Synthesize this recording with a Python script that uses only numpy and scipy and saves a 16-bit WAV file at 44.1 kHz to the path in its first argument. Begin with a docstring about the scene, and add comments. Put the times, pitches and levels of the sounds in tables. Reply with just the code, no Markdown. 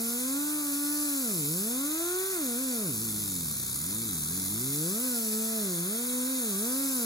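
"""In a workshop, an air die grinder spins a buffing wheel against a steel hammer head in a vice, near a phone.
Periodic puffs from the motor's vanes make a harmonic hum that sags as the wheel is pressed on and climbs as
it is eased off. Exhaust hiss is turbulence noise modulated at the vane rate; the dragging wheel adds rumble
and shaft-rate tones, and the spinning wheel swishes. Short scattered tails and reverberation surround it all."""
import sys
import numpy as np
from scipy import signal
from scipy.fft import rfft, irfft
from scipy.io import wavfile
from scipy.ndimage import uniform_filter1d

SR = 44100
rng = np.random.default_rng(int(sys.argv[2]) if len(sys.argv) > 2 else 0)


def output_pcm(signal):
    """Save a mono or channel-first signal as 16-bit PCM at the path in sys.argv[1].

    Samples are clipped to [-1, 1] before scaling.
    """
    pcm = np.clip(np.atleast_2d(signal).T, -1, 1) * 32767
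    wavfile.write(sys.argv[1], SR, np.round(pcm).astype(np.int16))


N = 310905
T = np.arange(N) / SR  # time [s]
FREQ = np.fft.rfftfreq(N, 1 / SR)  # frequency [Hz]
BLOCK = 64  # samples for which a tone's gain is held

# Motor speed, sagging whenever the wheel is pressed on: (time [s], vane rate [Hz])
VANE_RATE = [(0.0, 228), (0.095, 233.4), (0.295, 265.4), (0.395, 288), (0.552, 300.2), (0.729, 282.2),
             (0.805, 288.1), (1.048, 294), (1.21, 264.6), (1.39, 158.4), (1.424, 145.6), (1.452, 140.8),
             (1.529, 163.8), (1.705, 237.3), (1.862, 291.1), (2.09, 354.6), (2.295, 383.0), (2.324, 378.7),
             (2.352, 362.9), (2.443, 272.3), (2.481, 244.8), (2.548, 236.2), (2.614, 264.1), (2.638, 266.3),
             (2.786, 224), (2.838, 198.9), (2.924, 121.8), (2.962, 105.1), (2.981, 105.8), (3.033, 114.6),
             (3.114, 106), (3.21, 105.1), (3.543, 69.2), (3.657, 59.5), (3.729, 64.45), (3.838, 80.05),
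             (3.943, 106.1), (4.024, 115.6), (4.062, 111.8), (4.148, 83.6), (4.219, 74), (4.267, 77.1),
             (4.362, 93.3), (4.49, 96.8), (4.548, 106.5), (4.643, 129.6), (4.833, 159.6), (4.886, 178.9),
             (5.019, 248.2), (5.057, 258.7), (5.09, 252.7), (5.171, 232.4), (5.305, 215.5), (5.414, 221.3),
             (5.567, 220.7), (5.614, 210.4), (5.69, 184.9), (5.781, 168.6), (5.843, 176.5), (5.943, 222.4),
             (6.005, 239.3), (6.105, 249.2), (6.238, 252.2), (6.314, 264), (6.39, 255.3), (6.452, 226.6),
             (6.548, 190.4), (6.581, 197), (6.681, 245.3), (6.814, 275), (6.929, 263.2), (7.048, 224.6)]
# Vane rates of the labouring, cruising and racing motor: (vane rate [Hz])
PUFF_RATES = [110, 175, 290]
# Spectrum of one vane puff before radiation:
# (multiple of vane rate [1], labouring level [dB], cruising level [dB], racing level [dB])
PUFF_HARMONICS = [(1, 0, 0, 0), (2, -5, -5, -8.5), (3, -11, -10.5, -13), (4, -20, -19, -15),
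                  (5, -30, -29, -20), (6, -33, -19, -24), (7, -38, -31, -30), (8, -40, -29, -29),
                  (9, -42, -32, -33), (10, -44, -33, -35)]
# Broad radiation efficiency of the tool's body: (frequency [Hz], gain [dB])
BODY_RADIATION = [(55, -20), (100, -12.5), (160, -2.5), (230, -2.5), (285, 0), (370, -3), (470, -4.5),
                  (540, -9.5), (590, -19.5), (780, -17), (910, -12), (1050, -5), (1200, -2.5), (1500, -1),
                  (1750, -2), (1950, 1), (2300, -4), (3000, -16)]
# Resonances and one notch of housing and exhaust passage: (frequency [Hz], width [Hz], lift [dB])
HOUSING_MODES = [(656, 176, 14), (782, 88, -6.5), (800, 24, 6.5), (1410, 120, 4)]
# Base level of the hum as the tool moves about: (time [s], level [dB])
HUM_LEVELS = [(0.0, -30.5), (0.2, -32.5), (0.5, -30), (0.75, -32), (1.0, -30.5), (1.2, -31.5), (1.5, -32),
              (2.1, -30.5), (2.45, -31), (2.65, -30.5), (3.0, -31.5), (3.65, -33.5), (4.0, -32.5),
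              (4.5, -32), (5.05, -31), (5.4, -31), (5.8, -31.5), (6.3, -31), (6.55, -31), (6.85, -30.5),
              (7.05, -30)]
HUM_WAVER_DB = 0.42  # rms
# Once-a-turn vibration of spindle and wheel, relative to the hum: (frequency [Hz], level [dB])
SHAFT_VIBRATION = [(20, -48), (60, -39), (90, -31), (150, -31.5), (190, -31.5), (230, -37), (330, -39),
                   (450, -47), (600, -40), (800, -36), (1050, -32), (1400, -31), (1750, -35), (2200, -36),
                   (3000, -44)]

# Relative hiss spectrum, outlet turned away from the phone: (frequency [Hz], density [dB per Hz])
HISS_AWAY_SPECTRUM = [(30, -49), (500, -20), (1400, -14), (2300, -9.5), (2800, -45), (3300, -7.5),
                      (4000, -5.5), (5300, -10), (6700, -2), (7600, -5.5), (8600, 2), (9500, 3.5),
                      (10900, -5), (12300, .5), (14500, -6), (15600, -3.5)]
# Relative hiss spectrum, outlet turned towards the phone: (frequency [Hz], density [dB per Hz])
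HISS_TOWARD_SPECTRUM = [(30, -51), (500, -20), (1400, -20.5), (2300, -11.5), (2800, -16.5), (4000, -7),
                        (6100, -5), (7200, -3), (7900, 0), (8600, -1), (9300, -0.5), (10300, 3.5),
                        (11500, -1), (13000, 1), (15600, -4.5)]
# Base level of the hiss, before the trim in scene(): (time [s], level [dB])
HISS_LEVELS = [(0, -31), (.5, -32), (1.35, -30.5), (1.9, -31.5), (3.6, -32.5), (4.55, -31.5), (5.1, -30.5),
               (5.67, -31.5), (6.55, -31), (6.95, -30)]
# Outlet direction as the tool swings over the steel: (time [s], away 0 to towards the phone 1 [1])
OUTLET_FACING = [(0, 0.98), (.4, 0.32), (1.05, 0.93), (1.5, 1), (2.1, 0), (2.9, 0.79), (3.9, 0.11),
                 (4.5, 0.3), (5.05, 0.77), (5.3, 0.8), (5.85, 0.011), (6.5, 0.11), (6.9, 0.98)]

# Relative spectrum of the dragging wheel's rumble: (frequency [Hz], density [dB per Hz])
RUMBLE_SPECTRUM = [(20, -44), (40, -18), (65, -12), (110, 0.5), (170, 7.5), (300, 1.5), (430, -4),
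                   (600, -15.5), (800, -18), (1100, -6), (1450, -6.5), (1900, -37), (4000, -19)]
RUMBLE_DB, PUTTER = -2, .5  # level relative to the drag [dB]; chopping depth by the oval wheel, 0 to 1
# Drumming tones of the slightly oval wheel, relative to the drag: (frequency [Hz], level [dB])
LUMP_DRUMMING = [(20, -42), (35, -28), (50, -15), (110, -14), (160, -10), (260, -16), (400, -22),
                 (600, -36)]
# Relative spectrum of the spinning wheel's swish: (frequency [Hz], density [dB per Hz])
SWISH_SPECTRUM = [(30, -44), (100, -24), (220, -0.5), (480, -2), (780, -12), (1100, -5), (1450, 3.5),
                  (1750, -33), (2400, 12.5), (3900, -14), (12000, -25)]
SWISH_DB = -51  # at a vane rate of 250 Hz
# Drag level when skimming and bogged down [dB], the vane rate between them [Hz], and the steepness
SKIM_DB, BOGGED_DB, BOG_HZ, BOG_STEEPNESS = -67, -46, 167, 11
BRAKING_DB_PER_OCTAVE_S = 2.5  # dB for each octave per second of slowing; fades out when bogged down

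# Phase between the two microphone ports: (frequency [Hz], lead of left over right [rad])
PORT_LEAD = [(20, 0), (400, .15), (700, .7), (1200, 1.1), (1450, .85), (1800, 2.1), (2200, 2.4),
             (2650, 3.1), (3250, 3.2), (3600, 5.7), (4200, 6.28), (5300, 6.1), (6100, 6.9), (6900, 6.35),
             (7500, 6), (8000, 3.9), (8700, 3.14), (10200, 0), (11800, -3.14), (15000, -9.42),
             (15800, -10.4)]
# Scattered sound relative to direct sound: (frequency [Hz], level [dB])
SCATTER_LEVEL = [(100, -23), (400, -16), (600, -4), (800, -7), (1300, -15), (2200, -6), (2700, -35),
                 (3100, -30), (3600, 0), (4400, -12), (5600, 0), (6800, -13), (7700, -3), (8700, -17),
                 (15500, -35)]
SCATTER_T60_S = 0.068
# Workshop reverberation relative to direct sound: (frequency [Hz], level [dB])
WALLS_LEVEL = [(60, -19), (250, -18), (480, -13), (630, -4), (800, -8), (1400, -14), (2400, -17),
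               (2900, -28), (3400, -14), (4000, -9), (8000, -13), (15000, -13)]
# Decay time [s], build-up time [s], and the frequency where port differences reach full strength [Hz]
WALLS_T60_S, WALLS_BUILD_S, WALLS_APART_HZ = .6, .025, 900
TOP_HZ = 15750  # upper band edge


def undb(db):
    """Logarithmic law: amplitude gain is ten to the power of the level over 20 dB."""
    return 10 ** (np.asarray(db) / 20)


def unit(x):
    """Power normalisation: scale to an rms of 1."""
    return x / np.sqrt(np.mean(x ** 2))


def curve(rows):
    """Softened linear interpolation: a control per column, lines with half a cubic bow, corners partly rounded."""
    times, *columns = np.transpose(rows)
    place = np.interp(T, times, np.arange(len(times)))
    i = np.minimum(place.astype(int), len(times) - 2)
    u = place - i  # fraction of the way to the next point
    span = np.diff(times)[i]
    controls = []
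    for column in columns:
        slope = np.gradient(column, times)
        rise = np.diff(column)[i]
        start_bend = slope[i] * span - rise
        end_bend = slope[i + 1] * span - rise
        bow = .5 * u * (1 - u) * ((1 - u) * start_bend - u * end_bend)
        controls.append(column[i] + u * rise + bow)
    return controls


def spectrum_db(points, hz):
    """Logarithmic frequency scale: levels are interpolated linearly along it."""
    f, db = np.transpose(points)
    return np.interp(np.log(hz + 1), np.log(f), db)


def noise(points):
    """Spectral shaping: white noise filtered to the given colour, at rms 1."""
    white = rfft(rng.standard_normal(N))
    return unit(irfft(white * undb(spectrum_db(points, FREQ)), N))


def walk(rate, t=T):
    """Random modulation: lines join `rate` Gaussian points a second, scaled to rms 1."""
    knots = rng.standard_normal(2048)
    return unit(np.interp(t * rate, np.arange(len(knots)), knots))


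def hum(vane_hz, angle, waver_db=0.63):
    """Harmonic synthesis of periodic puffs: four vanes puff once a turn each, and speed alters the overtones."""
    hz = vane_hz[::BLOCK]
    tone = 0
    for k, *levels in PUFF_HARMONICS:
        db = np.interp(hz, PUFF_RATES, levels)
        db = db + waver_db * walk(11, T[::BLOCK]) * np.log2(k)  # the fundamental does not waver here
        gain = np.repeat(undb(db) * radiation(k * hz), BLOCK)[:N]
        phase = rng.uniform(0, 2 * np.pi) * (k > 1)
        tone = tone + gain * np.cos(k * angle + phase)
    return tone


def radiation(hz):
    """Radiation and resonance: the body's broad response carries narrow housing modes."""
    lift = sum(db / (1 + (2 * (hz - f) / width) ** 2) for f, width, db in HOUSING_MODES)
    return undb(spectrum_db(BODY_RADIATION, hz) + lift)


def spindle(vane_hz, angle, speed_db=4):
    """Rotating imbalance: unequal vanes and an unbalanced wheel rasp at shaft-rate tones, stronger with speed."""
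    octaves = np.log2(vane_hz / 250)
    tones = ladder(SHAFT_VIBRATION, vane_hz, angle, pair_db=1.0, waver_db=1.5)
    return tones * undb(speed_db * octaves)


def ladder(colour, vane_hz, angle, pair_db, waver_db, count=40):
    """Shaft harmonics between those of the vanes: even ones are raised and odd ones lowered by pair_db."""
    shaft = angle / 4
    shaft_hz = vane_hz[::BLOCK] / 4
    tones = 0
    for k in range(1, count):
        if k % 4 == 0:  # a vane harmonic
            continue
        db = spectrum_db(colour, k * shaft_hz) + pair_db * (-1) ** k
        db = db + waver_db * walk(5.2, T[::BLOCK])
        gain = np.repeat(undb(db), BLOCK)[:N]
        tones = tones + gain * np.cos(k * shaft + rng.uniform(0, 2 * np.pi))
    return tones


def exhaust(angle, load, facing, flicker_db=0.37):
    """Modulated turbulence: each vane releases a burst of air, and outlet direction sets the hiss colour."""
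    # twice-a-turn and once-a-turn unevenness deepens with load
    lope = (.04 + .06 * load) * np.cos(angle / 2) + (.02 + .04 * load) * np.cos(angle / 4)
    bursts = 1 + .27 * np.cos(angle) + .04 * np.cos(2 * angle) + lope
    away = np.sqrt(1 - facing) * noise(HISS_AWAY_SPECTRUM)
    toward = np.sqrt(facing) * noise(HISS_TOWARD_SPECTRUM)
    return unit((away + toward) * bursts * undb(flicker_db * walk(60)))


def wheel(vane_hz, angle, drag, speed_db=3):
    """Friction at an oval rim: rumble pulses twice a turn and lumps drum; the swish grows with speed."""
    octaves = np.log2(vane_hz / 250)
    contact = unit(1 + PUTTER * np.cos(angle / 2))
    rumble = contact * noise(RUMBLE_SPECTRUM) * undb(RUMBLE_DB)
    lumps = ladder(LUMP_DRUMMING, vane_hz, angle, pair_db=3.5, waver_db=1.0, count=24)
    swish = noise(SWISH_SPECTRUM) * undb(SWISH_DB + speed_db * octaves)
    return (rumble + lumps) * drag + swish


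def drag_level(vane_hz):
    """Frictional loading: pressure slows the motor, so low speed and rapid sagging both signify more drag."""
    bogged = 1 / (1 + (vane_hz / BOG_HZ) ** BOG_STEEPNESS)
    slowing = np.maximum(-np.gradient(np.log2(vane_hz), T), 0)  # octaves per second
    sag = uniform_filter1d(slowing, size=4096)
    steady_db = SKIM_DB + (BOGGED_DB - SKIM_DB) * bogged
    return undb(steady_db + BRAKING_DB_PER_OCTAVE_S * sag * (1 - bogged))


def bench(x, count=6, size=8192):
    """Interference and scattering: direct sound meets two ports out of phase, with shifting short tails."""
    hz = np.fft.rfftfreq(size, 1 / SR)
    wet = undb(spectrum_db(SCATTER_LEVEL, hz))
    lead = np.interp(hz, *np.transpose(PORT_LEAD))

    def heard(response):
        """Linear superposition: convolve the sound with one pair of path responses."""
        taps = irfft(response / np.sqrt(1 + wet ** 2))
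        taps = np.roll(taps, 256, axis=1)  # room for the leading phase, taken off again below
        return signal.oaconvolve(x[None], taps, axes=1)[:, 256:256 + N]

    out = heard(np.exp(.5j * np.array([lead, -lead])))
    shares = np.array([walk(7) for _ in range(count)])
    shares = shares / np.sqrt(np.sum(shares ** 2, axis=0))  # constant total power
    decay = np.exp(-np.log(1000) * T[:size] / SCATTER_T60_S)
    for share in shares:
        tail = unit(rng.standard_normal((2, size)) * decay)
        out = out + share * heard(wet * rfft(tail) / np.sqrt(size))
    return out


def walls(x, size=32768):
    """Diffuse reverberation: an exponentially decaying tail, alike at both ports only in the bass."""
    hz = np.fft.rfftfreq(size, 1 / SR)
    decay = np.exp(-np.log(1000) * T[:size] / WALLS_T60_S)
    fade = decay * np.minimum(T[:size] / WALLS_BUILD_S, 1)
    mid, side = rfft(unit(rng.standard_normal((2, size)) * fade)) / np.sqrt(size)
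    apart = np.minimum(hz / WALLS_APART_HZ, 1)
    pair = (mid + np.array([[1], [-1]]) * apart * side) / np.sqrt(1 + apart ** 2)
    taps = irfft(pair * undb(spectrum_db(WALLS_LEVEL, hz)))
    return signal.oaconvolve(x[None], taps, axes=1)[:, :N]


def scene(air_db=0.38, judder=0.0015, flutter=0.00077):
    """Common rotation: one rotor drives hum, hiss and wheel, and its speed sets hum colour and wheel drag."""
    vane_hz, = curve(VANE_RATE)
    hiss_db, = curve(HISS_LEVELS)
    hum_db, = curve(HUM_LEVELS)
    facing = np.clip(curve(OUTLET_FACING)[0], 0, 1)
    drag = drag_level(vane_hz)
    load = drag / drag.max()
    # the rotor's speed flutters, and the grabbing wheel shakes it more
    vane_hz = vane_hz * (1 + (flutter + judder * load) * walk(60))
    angle = 2 * np.pi * np.cumsum(vane_hz) / SR  # phase of the vane rate: four cycles a turn
    hum_db = hum_db + HUM_WAVER_DB * walk(8.4)
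    motor = (hum(vane_hz, angle) + spindle(vane_hz, angle)) * undb(hum_db)
    air = exhaust(angle, load, facing) * undb(hiss_db + air_db)
    tool = motor + air + wheel(vane_hz, angle, drag)
    return bench(tool) + walls(tool)


def record(dry):
    """Band limitation: the phone cuts the top with a steep elliptic low-pass."""
    lowpass = signal.ellip(12, .2, 80, TOP_HZ, fs=SR, output="sos")  # order, ripple [dB], rejection [dB]
    return signal.sosfilt(lowpass, dry)


dry = scene()
out = record(dry)
output_pcm(out)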